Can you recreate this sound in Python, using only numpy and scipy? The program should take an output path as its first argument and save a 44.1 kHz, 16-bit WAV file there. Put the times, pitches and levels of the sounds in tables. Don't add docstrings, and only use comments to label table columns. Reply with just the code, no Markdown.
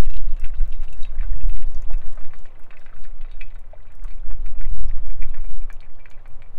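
import sys
import numpy as np
from scipy import signal
from scipy.fft import rfft, irfft
from scipy.io import wavfile

SR = 44100
rng = np.random.default_rng(int(sys.argv[2]) if len(sys.argv) > 2 else 0)


def to_wav(s):
    ch = np.atleast_2d(s).T
    pcm = np.round(np.clip(ch, -1, 1) * 32767)
    wavfile.write(sys.argv[1], SR, pcm.astype(np.int16))


N = 290178
TIME = np.arange(N) / SR
GUST_DB = -30
EDGE_HZ = 15850

# start_s, force_db
WIND_FORCE = [(0.08, -40), (.42, -41), (.62, -25.5), (.88, -41.5), (1.03, -35.5), (1.18, -28), (1.3, -26.5),
              (1.44, -31.5), (1.56, -33), (1.85, -33), (1.96, -29.5), (2.22, -58), (2.32, -47), (2.5, -61),
              (2.8, -62), (3.3, -56), (3.87, -48), (4.08, -41.5), (4.56, -34.5), (4.85, -25.5), (5.03, -31),
              (5.18, -35), (5.63, -44.5), (5.74, -54), (6.1, -62), (6.32, -38.5), (6.45, -50.5)]
# middle_s, half_length_s, extra_force_db
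PUFFS = [(0.15, 0.069, 16), (0.42, 0.035, 11), (0.562, 0.032, 2.5), (1.409, 0.12, 15), (1.67, 0.015, -1),
         (1.78, 0.027, 14), (1.962, .015, 5), (4.049, 0.015, 20), (4.368, 0.065, 13), (4.731, .025, 9.5),
         (4.905, 0.04, 8.5), (5.232, .015, 13), (5.508, 0.032, 17)]
# start_s, level_db
SWAY_LEVEL = [(0, -0.5), (.9, -10.5), (1.7, -3), (2.2, -9), (2.6, -27), (3.2, -11.5), (3.7, -29.5),
              (4.3, -8.5), (4.85, -3.5), (5.6, -8.5), (5.9, -21), (6.58, -22)]
# pitch_hz, strength_db (per Hz)
SWAY_SPECTRUM = [(.3, -31), (1.2, 8), (3, 6), (5.5, -5.5), (8, -3), (13, -13.5), (19, -8), (26, -73.5),
                 (200, -170)]
BUFFET_SPECTRUM = [(10, -54), (18, -27), (25, 7.5), (35, -6), (50, -10), (70, -26), (120, -54.5),
                   (900, -150)]
FLUTTER_SPECTRUM = [(35, -30.5), (55, -13), (70, 1), (90, -6.5), (130, -15), (190, -37.5), (280, -29),
                    (600, -67.5), (4000, -130)]
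EDDY_SPECTRUM = [(60, -22.5), (120, 4), (175, 2), (230, -9), (350, -22), (700, -57.5), (4000, -120)]
# pitch_hz, strength_db (per Hz)
TREE_SPECTRUM = [(30, 3.5), (120, 7), (200, 0.5), (350, -1), (600, 3), (850, -1.5), (1150, -2.5),
                 (1600, -10.5), (2400, -14.5), (3400, -21.5), (5000, -30.5), (9000, -34.5), (15500, -37.5)]
# start_s, pitch_hz, level_db
ENGINE = [(0, 80, -69), (2, 88.3, -60.5), (2.5, 89.2, -59.5), (3.7, 92.4, -55.5), (4.2, 95.5, -53),
          (5.4, 98.8, -58.5), (6.58, 99.4, -56.5)]
# start_s, level_db, bubble_pitch_hz, swell_cycles (to the bubble's peak), cup_answer_db (before a shared boost)
DRIPS = [(.0226, -51, 1310, 0.43, -17), (0.0553, -52, 2760, 0.55, 3), (0.0982, -57.5, 1940, 0.14, 14),
         (0.1364, -53, 3020, 0.67, 13), (0.155, -55, 2780, 1.5, -3), (0.1682, -43.5, 3160, 0.62, -9),
         (0.3666, -56, 2300, 0.18, 6), (0.417, -66, 2100, 0.46, 23), (0.4423, -41, 2380, 1.1, 0),
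         (0.4573, -49.5, 1640, 0.36, 5), (.539, -54.5, 1530, 0.34, 12.5), (0.604, -59, 1450, 0.25, 17),
         (.653, -61, 2780, 0.22, 7),  (.72, -58, 3060, 1.5, 13), (0.7272, -45.5, 2710, 1.2, -21),
         (0.82, -54, 2500, 0.65, -5), (0.8334, -52.5, 2010, 0.13, -1), (0.841, -54.5, 1720, 0.074, 5),
         (0.8819, -47.5, 2740, 2.2, -20), (0.9268, -59.5, 2870, 0.97, 13.5), (0.985, -59, 1790, 0.63, -1.5),
         (1.0292, -49, 3700, 3.3, 2.5), (1.05, -45.5, 2740, 0.76, 1), (1.1867, -46, 2000, 1.3, -13),
         (1.2094, -47, 1960, 0.44, 1.5), (1.2302, -50, 1430, 0.32, 12.5), (1.33, -54.5, 1720, 0.41, -3),
         (1.41, -53.5, 2500, 0.62, 1), (1.4965, -49, 2440, 0.63, 2), (1.557, -54, 2300, 0.66, 2),
         (1.5691, -48, 2500, 0.31, -9), (1.6247, -50, 2520, 0.73, 2.5), (1.9046, -43, 700, 0.15, 2),
         (1.932, -58, 2316, 0.16, 15.5), (2.0166, -52, 1990, 0.17, -1), (2.059, -53.5, 1730, 0.28, -3),
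         (2.1751, -47.5, 960, 0.14, 10), (2.2088, -50.5, 1380, 0.15, 4), (2.245, -53.5, 1750, 0.52, 4),
         (2.3355, -44.5, 1600, 0.38, 6), (2.4562, -48.5, 1540, 0.31, 0), (2.707, -46, 2040, 0.41, 3),
         (2.7285, -54.5, 1580, 0.47, 14), (2.7695, -46, 2270, 1.1, -3), (2.812, -60, 2110, 0.33, 10),
         (2.8623, -46.5, 1780, 0.33, -2), (2.893, -52, 1700, 0.35, -8), (2.928, -50.5, 1410, 1, 1),
         (2.964, -57, 1680, 0.38, 7), (3.0401, -56, 3400, 0.24, 8), (3.05, -54.5, 1660, 1, 9),
         (3.2117, -51.5, 2420, 0.24, -2), (3.248, -53, 1352, 0.063, 10.5), (3.285, -57, 2000, 0.77, -6),
         (3.3145, -56, 3240, 0.28, 10.5), (3.4108, -42.5, 2340, 0.88, 10.5), (3.504, -60, 2704, 0.33, 5),
         (3.557, -55, 1550, 0.28, 5), (3.7323, -42.5, 618, 1.26, -18), (3.886, -72, 2600, 0.34, 15),
         (3.916, -60.5, 1870, 0.47, 6), (4.0474, -47.5, 1150, 0.19, 1), (4.0801, -54, 2140, 0.24, 1),
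         (4.1066, -61, 2380, 0.15, 15), (4.302, -52, 1040, 0.16, 9.5), (4.313, -47, 1274, 0.053, -1.5),
         (4.4608, -51, 1850, 0.39, 5.5), (4.586, -53.5, 2450, 0.5, 0), (4.6116, -45, 1760, 0.49, 2),
         (4.648, -49, 1940, 2.7, 1), (4.7677, -58, 1360, 0.39, 12), (4.8932, -55, 2230, 0.12, 3),
         (4.912, -49.5, 2000, 1.1, -14), (4.974, -59.5, 1520, 0.35, 11), (5.0643, -57.5, 895, 0.07, 16),
         (5.1, -59, 1990, 0.39, 11.5), (5.2215, -48, 2100, 1.1, 12), (5.249, -56.5, 1625, 0.49, 10),
         (5.292, -61.5, 3620, 0.35, -11), (5.3431, -46.5, 1900, 0.38, 3), (5.3708, -52, 1190, 0.16, 9.5),
         (5.401, -69, 1860, 0.52, 19), (5.444, -60, 1200, 0.15, 15.5), (5.5, -57, 2020, 0.11, 4.5),
         (5.636, -62, 1580, 0.36, -2), (5.7012, -42, 1626, 0.32, -0.5), (5.8052, -50.5, 3500, 0.54, -6),
         (5.828, -52, 2240, 1.6, -8), (5.846, -57.5, 2270, 1.2, -2), (5.996, -60.5, 2400, 0.3, 5),
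         (6.057, -43, 1915, 0.61, -7), (6.113, -49.5, 2400, 0.078, -4.5), (6.176, -58, 1870, 2, 2.5),
         (6.257, -50.5, 1540, 0.2, 2), (6.421, -49.5, 2230, 0.36, 1.5)]
# first_pitch_hz, fuller_pitch_hz, first_gain_db, fuller_gain_db, t60_s (time to fade by 60 dB)
CUP_TONES = [(590, 610, -3, -4, .06), (1270, 1085, 0, 2.5, .15), (1530, 1518, 3, -2, .09),
             (1890, 1750, -2, -6, .11), (2110, 1985, -2, 3, .1), (2350, 2330, -8, 13.5, .15),
             (2740, 2475, 11, 8, .15), (3560, 3320, 0, 6, .27), (3860, 3695, 10.5, 10.5, .18),
             (4820, 4340, 4, 6, .12), (5660, 5450, 3, 3, .1), (6120, 6200, 3, 3, .1),
             (7110, 6880, 3, 3, .1), (8170, 8380, 3, 3, .08)]
# pitch_hz, gain_db
RIM = [(200, -22), (420, -13), (620, 4), (900, 1), (1500, 0.5), (2600, -1.5), (3250, -1.5), (3580, -3),
       (3800, -0.5), (4500, 0.5), (5000, -11.5), (9000, 1), (16000, -24)]
# start_s, level_db, pitch_hz
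TICKS = [(.0553, -61, 5400), (0.0994, -57, 6670), (0.1105, -51.5, 6350), (0.1365, -52, 5870),
         (0.259, -60.5, 7640), (0.364, -63, 6500), (0.397, -50, 8500), (.612, -64, 6400),
         (0.726, -54, 7460), (0.835, -57, 6800), (0.844, -56, 5970), (0.928, -47.5, 9550),
         (0.9764, -57, 6860), (1.027, -49.5, 7100), (1.3602, -59.5, 6850), (1.49, -54, 6240),
         (1.667, -60, 6030), (1.747, -49, 6500), (1.779, -58, 6200), (1.8197, -51, 8300),
         (1.934, -53, 6800), (1.98, -53.5, 7760), (2.1297, -54, 7770), (2.388, -54.5, 6000),
         (2.6365, -58, 9800), (2.7948, -56, 7000), (3.0394, -58, 6500), (3.411, -59.5, 6100),
         (3.591, -56.5, 8000), (3.92, -60, 6360), (3.9522, -56.5, 7700), (4.0398, -49.5, 9600),
         (4.083, -58.5, 5900), (4.157, -62, 7500), (4.461, -55.5, 5960), (4.884, -53, 6700),
         (5.064, -54.5, 6400), (5.222, -54, 5570), (5.2904, -55, 6200), (5.3757, -58.5, 5470),
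         (5.727, -48.5, 8700), (6.102, -53, 8100), (6.277, -61, 8800)]


def amp(db):
    return 10 ** (np.asarray(db) / 20)


def unit(x):
    return x / np.sqrt(np.mean(x ** 2) + 1e-30)


def curve(rows, axis=1):
    rows = np.asarray(rows, float)
    return np.interp(TIME, rows[:, 0], rows[:, axis])


def gain_at(points, hz):
    table_hz, db = np.transpose(points)
    return amp(np.interp(np.log(hz + 0.0011), np.log(table_hz), db))


def add(mix, s, sound):
    part = mix[max(round(s * SR), 0):][:len(sound)]
    part += sound[:len(part)]


def noise(points):
    hz = np.fft.rfftfreq(N, 1 / SR)
    white = rfft(rng.standard_normal(N))
    return unit(irfft(white * gain_at(points, hz), N))


def wander(rate_hz):
    hz = np.fft.rfftfreq(N, 1 / SR)
    keep_slow = np.exp(-(hz / rate_hz) ** 2) * (hz > 0)
    return unit(irfft(rfft(rng.standard_normal(N)) * keep_slow, N))


def blown(spectrum, force_db, gust_db, growth):
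    return amp(gust_db + growth * (force_db - GUST_DB)) * noise(spectrum)


def wind(lumpy_db=2.0, lumps_hz=16, puff_share=0.37):
    sway_limit = .75
    swings = amp(curve(SWAY_LEVEL)) * noise(SWAY_SPECTRUM)
    sway = sway_limit * np.tanh(swings / sway_limit)
    force_db = curve(WIND_FORCE)
    puffs_db = sum(db * np.exp(-((TIME - s) / half_s) ** 2) for s, half_s, db in PUFFS)
    lumps_db = force_db + puffs_db + lumpy_db * wander(lumps_hz)
    buffet = blown(BUFFET_SPECTRUM, force_db + puff_share * puffs_db, gust_db=-25.5, growth=1.08)
    flutter = blown(FLUTTER_SPECTRUM, lumps_db, gust_db=-47.5, growth=0.56)
    eddies = blown(EDDY_SPECTRUM, lumps_db, gust_db=-64.0, growth=1.15)
    return sway + buffet + flutter + eddies


def trees(level_db=-56, swell_db=1.3, with_wind=0.021):
    gust_db = with_wind * (curve(WIND_FORCE) - GUST_DB)
    return amp(level_db + gust_db + swell_db * wander(0.31)) * noise(TREE_SPECTRUM)


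def engine(waver=0.027, unsteady_db=2.9):
    hz = curve(ENGINE, axis=1) * (1 + waver * wander(23))
    turns = np.cumsum(hz) / SR
    level_db = curve(ENGINE, axis=2) + unsteady_db * wander(13.0)
    return amp(level_db) * np.sin(2 * np.pi * turns)


def bubble(hz, cycles, rise_per_s=14, size=1500):
    t = np.arange(size) / SR
    turns = hz * t * (1 + rise_per_s * t / 2)
    age = turns / max(cycles, .1)
    return age * np.exp(-age) * np.sin(2 * np.pi * turns)


def froth(hz, cycles, octaves, spread_s, count, size=3000):
    out = np.zeros(size)
    delays = spread_s * rng.exponential(1, count)
    tones, depths = rng.uniform(-0.927, 1, (2, count))
    for late, tone, depth in zip(delays, tones, depths):
        one = bubble(hz * 2 ** (octaves * tone / 2), cycles * 2 ** depth)
        add(out, late, np.exp(-late / spread_s / 2) * one)
    return out / (np.linalg.norm(out) + 1e-20)


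def at_level(x, db, order=176):
    return amp(db) * x / np.sqrt(np.mean(x[:order] ** 2) + 1e-30)


def scatter(t60, delay, size=4000):
    t = np.arange(size) / SR
    taps = rng.standard_normal(size) * amp(-60 * t / t60) * (t > delay)
    return taps / np.linalg.norm(taps)


def cup_ring(s, spot_db=2.0, slosh=0.0054, twin=0.5, split=0.0051, size=8000):
    first_hz, last_hz, first_db, last_db, t60 = np.transpose(CUP_TONES)[:, :, None]
    spot, tilt = rng.standard_normal((2, *t60.shape))
    fill = np.sqrt(max(s, 0) * SR / N)
    hz = (first_hz + (last_hz - first_hz) * fill) * (1 + slosh * tilt)
    db = first_db + (last_db - first_db) * fill + spot_db * spot
    t = np.arange(size, dtype=np.float32) / SR
    damping = np.log(1000) / t60
    angle = np.float32(2 * np.pi * hz) * t
    fade = np.exp(np.float32(-damping) * t)
    pair = (np.cos(angle) + np.float32(twin) * np.cos(angle * np.float32(1 - split))) * fade
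    return (amp(db) * 2 * damping / SR * pair).sum(0) / np.hypot(1, twin)


def drop(s, db, hz, cycles, answer_db, slap_db=-12, slap_s=0.0023, brightness=2.41,
         walls_db=-3, ring_db=1, froth_db=-7):
    plink = bubble(hz, cycles)
    age = np.arange(len(plink)) / SR / slap_s
    slap = age * np.exp(-age) * rng.standard_normal(len(plink))
    plink = plink + amp(slap_db) * abs(plink).max() * slap
    soften = signal.butter(2, min(brightness * hz, SR / 3), fs=SR)
    plink = at_level(signal.lfilter(*soften, plink), db)
    foam = froth(1.042 * hz, cycles=1.94, octaves=0.88, spread_s=.007, count=4)
    splash = amp(froth_db) * np.linalg.norm(plink) * foam
    add(splash, 0, plink)
    cup = amp(answer_db + ring_db) * cup_ring(s)
    add(cup, 0, amp(walls_db + answer_db / 3) * scatter(t60=0.028, delay=0.0013))
    cup[0] += 1
    return signal.fftconvolve(splash, cup)


def drips():
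    out = np.zeros(N)
    for row in DRIPS:
        add(out, row[0], drop(*row))
    return out


def draining(count, slowing):
    share = (np.arange(count) + rng.random(count)) / count
    return -np.log(1 - share * (1 - np.exp(-slowing))) / slowing * N / SR


def droplet(s, db, size, tone, depth, spread_db=5, pitch_hz=2450, sag_hz_per_s=70,
            octaves=1.35, small_db=3.5):
    hz = (pitch_hz - sag_hz_per_s * s) * 2 ** (octaves * tone / 2)
    level_db = db + spread_db * size - small_db * tone
    return drop(s, level_db, hz, cycles=0.85 * 2 ** depth, answer_db=-1.5,
                ring_db=5, slap_db=-19.5, froth_db=-5.5)


def spatter(rebound_db=-63, lag_s=0.012, weaker_db=16.0, trickle_db=-64, fading_db_per_s=0.3,
            slowing=1.3, count=290):
    out = np.zeros(N)
    chances = 2 * rng.random((len(DRIPS), 2, 4)) - 1
    for row, pair in zip(DRIPS, chances):
        s = row[0]
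        for k, (lag, *chance) in enumerate(pair):
            s += lag_s * 2 ** lag
            db = rebound_db - k * weaker_db - fading_db_per_s * s
            add(out, s, droplet(s, db, *chance))
    for s, chance in zip(draining(count, slowing), 2 * rng.random((count, 3)) - 1):
        add(out, s, droplet(s, trickle_db - fading_db_per_s * s, *chance))
    return out


def colour(x, points, size=2048):
    log_gain = np.log(gain_at(points, abs(np.fft.fftfreq(size, 1 / SR))))
    taps = np.fft.ifft(np.exp(np.conj(signal.hilbert(log_gain)))).real
    return signal.oaconvolve(x, taps[:size // 2])[:N]


def tick(s, db, hz, echo_db=-4, ring_db=3, snap_db=-8):
    burst = froth(hz, cycles=1.0, octaves=1.48, spread_s=0.0016, count=7)
    snap = bubble(2.0 * hz, cycles=0.1)
    add(burst, 0, amp(snap_db) * snap / np.linalg.norm(snap))
    path = amp(ring_db) * cup_ring(s, slosh=0.017, size=4000)
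    add(path, 0, amp(echo_db) * scatter(t60=0.084, delay=.0004))
    path[0] += 1
    return at_level(signal.fftconvolve(burst, path), db)


def grounds(burst_db=-4.0, fizz_db=-78, spread_db=6, largest=3, pitch_hz=6800, octaves=1.8,
            thinning_db=8, slowing=2.4, count=280):
    out = np.zeros(N)
    for s, db, hz in TICKS:
        add(out, s, tick(s, db + burst_db, hz))
    for s, (size, tone) in zip(draining(count, slowing), rng.random((count, 2))):
        louder_db = spread_db * min(-np.log(1 - size), largest)
        db = fizz_db + louder_db - thinning_db * s * SR / N
        add(out, s, tick(s, db, pitch_hz * 2 ** (octaves * (tone - .5))))
    return out


def scene():
    around = wind() + trees() + engine()
    cup = colour(drips() + spatter(), RIM)
    return (around + cup + grounds())[None]


def record(dry):
    taps = signal.firwin(401, EDGE_HZ, window=("kaiser", 9), fs=SR)
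    padded = np.pad(dry, ((0, 0), (200, 200)), "reflect", reflect_type="odd")
    return signal.oaconvolve(padded, taps[None], "valid", axes=1)


dry = scene()
out = record(dry)
to_wav(out)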